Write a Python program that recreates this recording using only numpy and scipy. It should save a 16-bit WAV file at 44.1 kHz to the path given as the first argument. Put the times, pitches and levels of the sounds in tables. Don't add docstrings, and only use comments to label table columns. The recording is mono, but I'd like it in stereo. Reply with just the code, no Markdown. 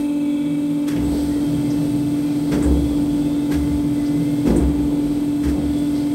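import sys
import numpy as np
from scipy import signal
from scipy.fft import rfft, irfft, next_fast_len
from scipy.io import wavfile
from scipy.ndimage import uniform_filter1d

SR = 44100
rng = np.random.default_rng(int(sys.argv[2]) if len(sys.argv) > 2 else 0)


def to_wav(sig):
    pcm = np.clip(np.atleast_2d(sig), -1, 1) * 32767
    pcm = np.round(pcm).astype(np.int16)
    wavfile.write(sys.argv[1], SR, pcm.T)


N = 270774
FFT = next_fast_len(N)
T = np.arange(N) / SR
HZ = np.maximum(np.arange(FFT // 2 + 1) * SR / FFT, 1)

TOOTH_HZ, TOOTH_DRIFT_HZ = 291.1, 0.12
TOOTH_DB, TOOTH_WAVER_DB = -20, 0.33
TEETH, SHAFT_THROB_DB = 12, 2.0
# (multiple of the tooth rate, level against the tooth tone [dB])
PUMP_REST = [(1, 0), (2, -23), (3, -26), (4, -46), (5, -39.5), (6, -54), (7, -44), (8, -35), (9, -33.5),
             (10, -53), (11, -40), (12, -42), (13, -39.5), (14, -42)]
PUMP_LOAD = [(1, 0), (2, -36.5), (3, -25), (4, -41.5), (5, -39), (6, -46), (7, -40), (8, -41), (9, -38.5),
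             (10, -43.5), (11, -43), (12, -39.5), (13, -51), (14, -42)]
# (frequency [Hz], level at rest [dB], level under load [dB])
STEADY_TONES = [(246.5, -34.5, -34), (307.9, -36, -34.5), (531.5, -44.5, -59.5), (399, -71, -51),
                (687, -75, -48.5), (3224, -61.5, -60), (6440, -67, -67.5), (7400, -75, -67),
                (8100, -75, -71), (8530, -67, -74), (9100, -60.5, -76), (9281, -60, -84)]

RAM_STARTS_S, RAM_LOADS_S = 0.87, 0.12

# (time [s], level [dB], rise [s], fall by 60 dB [s], brightness [dB per octave], treble limit [Hz])
CLUNKS = [(0.866, -28.5, 0.021, 0.5, -1.5, 14000), (2.5, -24, 0.04, 0.31, -2.5, 8960),
          (2.6, -23, 0.023, .6, -4.5, 2190), (3.494, -28, 0.034, 0.34, -2, 14000),
          (4.445, -22, 0.029, 0.47, -3.5, 14200), (4.555, -28, 0.011, 0.86, -3, 2197),
          (5.42, -30, 0.029, 0.45, -1.5, 14000)]
# (frequency [Hz], relative level [dB])
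CLUNK_COLOUR = [(150, -6.5), (300, 13), (600, -9), (1200, 0), (2000, 0.5), (3500, -6), (5500, -4.5),
                (7000, -6.5), (9000, -3.5), (12000, -3), (16000, -21)]
# (frequency [Hz], width [Hz], relative strength [dB])
VALVE_BLOCK = [(1310, 100, -20), (1640, 60, 0), (2040, 230, -5), (2660, 60, -11), (3350, 140, 4.5)]
RATTLING_DB_PER_S = 3

# (time [s], level [dB], frequency [Hz], rise [s], fall by 60 dB [s])
BOOMS = [(.9, -27, 65.8, 0.18, 1.3), (2.51, -27, 70.8, 0.051, .6), (2.62, -15, 71.7, 0.086, 0.49),
         (2.79, -23, 69.2, .06, .7), (3.51, -21.5, 71.2, 0.075, 0.44), (3.66, -23.5, 71.8, 0.082, 0.41),
         (4.46, -21.5, 59.7, 0.045, 1.1), (4.571, -16, 66.5, 0.061, 0.66), (4.74, -27, 66.1, .06, .7),
         (5.43, -21.5, 70, 0.048, 0.54), (5.6, -29, 69, 0.073, 0.76)]
FLOOR_HZ, FLOOR_WIDTH_HZ = 69, 16
LOOSE_HZ, LOOSE_WIDTH_HZ, LOOSE_DB = 50, 5.4, -0.88
LINGER_DB, LINGER_T60_S = -14.5, 2.3
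RUMBLE_REST_DB, RUMBLE_LOAD_DB = -55, -47

# (frequency [Hz], width [Hz], relative level under load [dB], change at rest [dB])
DRONE_MODES = [(132, 34, -4.5, -14.5), (159.1, 12.4, 1.5, -1), (175, 34, -14, -4)]
# (time [s], level [dB])
DRONE_LEVEL = [(0.0, -33), (0.05, -40), (0.53, -31.5), (0.82, -38.5), (0.89, -28), (1.45, -34),
               (1.55, -23.5), (2.03, -33), (2.89, -27), (2.91, -35), (3.04, -26), (3.38, -33.5),
               (3.69, -26.5), (3.85, -31.5), (4.72, -29.5), (4.8, -32), (6.09, -30), (6.14, -33)]
DRONE_WAVER_DB = 2
# (time [s], level [dB], rise [s], fall by 60 dB [s])
SHAKES = [(.87, -25.5, 0.13, 1.1), (2.51, -20, 0.025, 0.88), (2.6, -23.5, 0.066, 2.1),
          (3.48, -24.5, 0.032, 1.25), (4.44, -19, 0.034, 0.94), (4.55, -24, .05, 2.4),
          (5.42, -27, 0.046, 1), (5.53, -24, 0.041, 0.59)]
# (frequency [Hz], relative level [dB])
RATTLE_COLOUR = [(90, -4), (200, 7.5), (330, 7.5), (400, 2.5), (520, 0), (650, -10.5), (800, -9),
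                 (1000, -12), (1500, -43.5)]
RATTLE_REST_DB, RATTLE_LOAD_DB, RATTLE_FLICKER_DB = -42, -35.5, 2

# (time [s], centre [Hz], width [Hz], level [dB], rise [s], fall by 60 dB [s])
SPURTS = [(.96, 2510, 1500, -35, 0.0049, 0.17), (1.1, 4480, 1200, -47, 0.047, 1.0),
          (1.7, 5500, 2000, -40, 0.0075, 0.16), (2.62, 8300, 2200, -34.5, 0.01, .2),
          (4.055, 5070, 1510, -41.5, 0.0074, .15), (4.559, 8450, 2180, -33, 0.0073, 0.21),
          (5.77, 8400, 2960, -43.5, 0.016, .15), (5.94, 4400, 2000, -43.5, 0.026, 0.68)]
# (start [s], end [s], from [Hz], to [Hz], width of waver [Hz], level [dB])
WHISTLES = [(0, 0.446, 2580, 2560, 39.6, -52), (0.215, .6, 2260, 2290, 27, -50),
            (0.213, 0.552, 3430, 3380, 56.2, -51), (.65, .8, 3520, 3500, 46, -55),
            (1.02, 1.268, 8000, 8040, 50, -50), (1.297, 1.417, 1880, 1920, 40, -50),
            (1.425, 1.604, 3180, 3200, 32, -47.5), (1.584, 1.73, 2130, 2150, 38, -52),
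            (2.148, 2.36, 2360, 2440, 37, -53), (2.648, 3.0, 3370, 3386, 53, -51.5),
            (3.052, 3.5, 3330, 3720, 38, -52), (3.2, 3.45, 2540, 2640, 36, -57),
            (3.58, 3.753, 2060, 2070, 37.96, -50), (3.95, 4.455, 1970, 2150, 30.1, -50.5),
            (5.716, 5.901, 3370, 3500, 39, -47.5), (5.92, 6.14, 2100, 2100, 65, -54)]

# (frequency [Hz], level [dB per Hz])
MOTOR = [(30, -56), (50, -82), (110, -65.5), (250, -59.5), (700, -71), (1000, -72.5), (1800, -83.5),
         (2400, -79.5), (3000, -86), (3400, -81), (4200, -92), (5200, -104), (7000, -86), (8500, -86),
         (11000, -91.5), (13000, -90), (16000, -97)]
# (frequency [Hz], level [dB per Hz])
FLOW = [(600, -60), (1000, -77.5), (1800, -79), (2200, -83.5), (2900, -87.5), (3300, -83), (4500, -81),
        (7000, -86.5), (8500, -77.5), (10500, -86.5), (11400, -80), (12100, -87.5), (16000, -89)]
# (time [s], change [dB])
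OIL_SURGES = [(0, 1), (.1, -9), (.86, -5), (1.0, -2.5), (1.17, 4), (1.4, 1), (2.7, 1), (4.4, -0.4),
              (4.7, -2), (5.95, -1.1), (6.14, -0.5)]
# (frequency [Hz], width [Hz], relative strength [dB])
PIPES = [(1380, 250, -5.5), (2190, 230, -1.5), (2656, 100, -0.5), (3200, 310, 2.5), (3820, 116, 1),
         (4590, 690, -4.5)]

# (frequency [Hz], likeness [0-1], left minus right [dB])
PORTS = [(60, 1, 3), (199, 0.94, 1), (298, 0.95, 0.9), (390, 0.96, -1), (606, 0.29, -1), (1020, 0, 3),
         (2070, 0.2, 0), (2640, 0.25, 3), (3800, 0.3, 4), (5000, 0.37, 7.5), (6000, 0.56, 10),
         (6600, 0.1, 3), (7200, .45, -1), (7800, 0.7, 5), (9000, 1, -1.5), (16000, 1, 2)]
# (frequency [Hz], lead [turns])
PORT_LEAD = [(450, 0), (900, -.3), (1200, .12), (2000, .08), (2400, -.3), (3000, -.14), (4000, -.07),
             (7200, -.2), (8600, 0), (10150, .5), (12000, 1), (13750, 1.5), (15550, 2)]
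BOTTOM_HZ, TOP_HZ = 46.3, 15750


def undb(db):
    return 10 ** (np.asarray(db) / 20)


def level(x, db):
    return x * undb(db) / np.sqrt(np.mean(x ** 2))


def walk(rate):
    hold = int(SR / rate)
    steps = np.repeat(rng.standard_normal(N // hold + 1), hold)
    smooth = uniform_filter1d(uniform_filter1d(steps, hold), hold)
    return 1.335 * smooth[:N]


def shape(table):
    hz, db = np.transpose(table)
    return undb(np.interp(np.log(HZ), np.log(hz), db))


def resonance(hz, width):
    return 1 / (1 + (2 * (HZ - hz) / width) ** 2)


def noise(gain):
    real, imaginary = rng.standard_normal((2, 2, len(HZ)))
    spectra = (real + 1j * imaginary) * gain * np.sqrt(FFT / 2)
    return irfft(spectra, FFT)[:, :N]


def burst(start, rise, t60):
    age = T - start
    swelling = np.sin(np.pi / 2 * np.clip(age / rise, 0, 1)) ** 2
    falling = undb(-60 * np.clip(age - rise, 0, None) / t60)
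    return swelling * falling


def swell(envelopes, steady_db):
    return np.sqrt(undb(steady_db) ** 2 + sum(e ** 2 for e in envelopes))


def pump_hum(load):
    turns = np.cumsum(TOOTH_HZ + TOOTH_DRIFT_HZ * walk(3)) / SR
    throb_db = SHAFT_THROB_DB * np.sin(2 * np.pi * turns / TEETH)
    tooth_db = TOOTH_DB + TOOTH_WAVER_DB * (walk(9) + walk(15))
    hum = undb(tooth_db) * np.sin(2 * np.pi * turns)

    rest, work = dict(PUMP_REST), dict(PUMP_LOAD)
    overtones = [(k * TOOTH_HZ, TOOTH_DB + rest[k], TOOTH_DB + work[k]) for k in rest if k > 1]
    for hz, rest_db, load_db in overtones + STEADY_TONES:
        unrest = min(hz / 2000, 1.5)
        db = rest_db + load * (load_db - rest_db)
        db = db + (1 + unrest) * walk(6) + unrest * throb_db
        tone_turns = hz / TOOTH_HZ * turns + rng.random()
        hum = hum + undb(db) * np.sin(2 * np.pi * tone_turns)
    return np.sqrt(2) * hum


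def valve_clunks():
    out = 0
    ring = 1 + 0.99 * sum(undb(db) * resonance(hz, width) for hz, width, db in VALVE_BLOCK)
    for start, db, rise, t60, tilt_db, top_hz in CLUNKS:
        tilt = undb(tilt_db * np.log2(HZ / 1500))
        treble_cut = 1 / np.sqrt(1 + (HZ / top_hz) ** 4)
        crush = level(noise(shape(CLUNK_COLOUR) * ring * tilt * treble_cut), db)
        knocks_db = 1.8 * walk(150) + RATTLING_DB_PER_S * t60 * walk(35)
        out = out + burst(start, rise, t60) * undb(knocks_db) * crush
    return out


def floor_rumble(load):
    waver_turns = np.cumsum(2.0 * walk(12)) / SR
    booms, tails = 0, []
    for start, db, hz, rise, t60 in BOOMS:
        tone = np.sin(2 * np.pi * (hz * (T - start) + waver_turns))
        booms = booms + undb(db) * burst(start, rise, t60) * tone
        tails.append(undb(db + LINGER_DB) * burst(start, rise, LINGER_T60_S))

    steady_db = RUMBLE_REST_DB + load * (RUMBLE_LOAD_DB - RUMBLE_REST_DB)
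    lingering = swell(tails, steady_db)
    firm = level(noise(resonance(FLOOR_HZ, FLOOR_WIDTH_HZ)), 0)
    loose = level(noise(resonance(LOOSE_HZ, LOOSE_WIDTH_HZ)), LOOSE_DB)
    return np.sqrt(2) * booms + lingering * (firm + loose)


def cabinet_drone(load):
    drone = 0
    for hz, width, db, rest_db in DRONE_MODES:
        mode_db = db + (1 - load) * rest_db
        drone = drone + undb(mode_db) * noise(resonance(hz, width))
    recent_power = uniform_filter1d(drone[0] ** 2, int(0.026 * SR))
    drone = drone / (recent_power + 1e-18) ** 0.13
    drone_db = np.interp(T, *np.transpose(DRONE_LEVEL)) + DRONE_WAVER_DB * walk(7)
    return undb(drone_db) * level(drone, 0)


def panel_rattle(load):
    shakes = [undb(db) * burst(start, rise, t60) for start, db, rise, t60 in SHAKES]
    steady_db = RATTLE_REST_DB + load * (RATTLE_LOAD_DB - RATTLE_REST_DB)
    flicker = undb(RATTLE_FLICKER_DB * walk(17))
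    return swell(shakes, steady_db) * flicker * level(noise(shape(RATTLE_COLOUR)), 0)


def oil_spurts():
    out = 0
    for start, hz, width, db, rise, t60 in SPURTS:
        out = out + burst(start, rise, t60) * level(noise(resonance(hz, width)), db)
    return out


def valve_whistles():
    out = 0
    for start, end, from_hz, to_hz, width, db in WHISTLES:
        hz = np.interp(T, [start, end], [from_hz, to_hz]) + 0.65 * width * walk(3 * width)
        fade = np.clip(np.minimum(T - start, end - T) / 0.028, 0, 1)
        turns = np.cumsum(hz) / SR + np.array([[0], [0.25]])
        out = out + fade * undb(db + 2.7 * walk(80)) * np.sqrt(2) * np.sin(2 * np.pi * turns)
    return out


def motor_and_oil_hiss():
    per_hz = np.sqrt(SR / 2)
    pipes = 0.69 + 0.53 * sum(undb(db) * resonance(hz, width) for hz, width, db in PIPES)
    low = 1 / (1 + (HZ / 5500) ** 4)
    flow = 0
    for share in (low, 1 - low):
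        flicker = undb(1.0 * walk(7.9))
        flow = flow + flicker * noise(per_hz * shape(FLOW) * pipes * np.sqrt(share))
    surge = undb(np.interp(T, *np.transpose(OIL_SURGES)))
    return noise(per_hz * shape(MOTOR) * pipes) + surge * flow


def ports(shared, apart, tones):
    hz, like, pan_db = np.transpose(PORTS)
    like = np.clip(np.interp(HZ, hz, like), 0, 1)
    pan_db = np.interp(HZ, hz, pan_db)
    lead = np.exp(2j * np.pi * np.interp(HZ, *np.transpose(PORT_LEAD)))
    shared, apart, tones = rfft([shared, apart, tones], FFT)
    left = shared + tones
    right = lead * (like * shared + tones) + np.sqrt(1 - like ** 2) * apart
    return irfft(np.array([left * undb(pan_db / 2), right * undb(-pan_db / 2)]), FFT)[:, :N]


def scene():
    load = np.clip((T - RAM_STARTS_S) / RAM_LOADS_S, 0, 1)
    tones = pump_hum(load)
    noises = valve_clunks() + floor_rumble(load)
    noises = noises + cabinet_drone(load) + panel_rattle(load)
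    noises = noises + oil_spurts() + valve_whistles() + motor_and_oil_hiss()
    shared, apart = noises
    return ports(shared, apart, tones)


def record(dry):
    bass_cut = signal.butter(3, BOTTOM_HZ, "high", fs=SR, output="sos")
    top_cut = signal.ellip(10, 0.2, 80, TOP_HZ, fs=SR, output="sos")
    return signal.sosfilt(top_cut, signal.sosfilt(bass_cut, dry))


dry = scene()
out = record(dry)
to_wav(out)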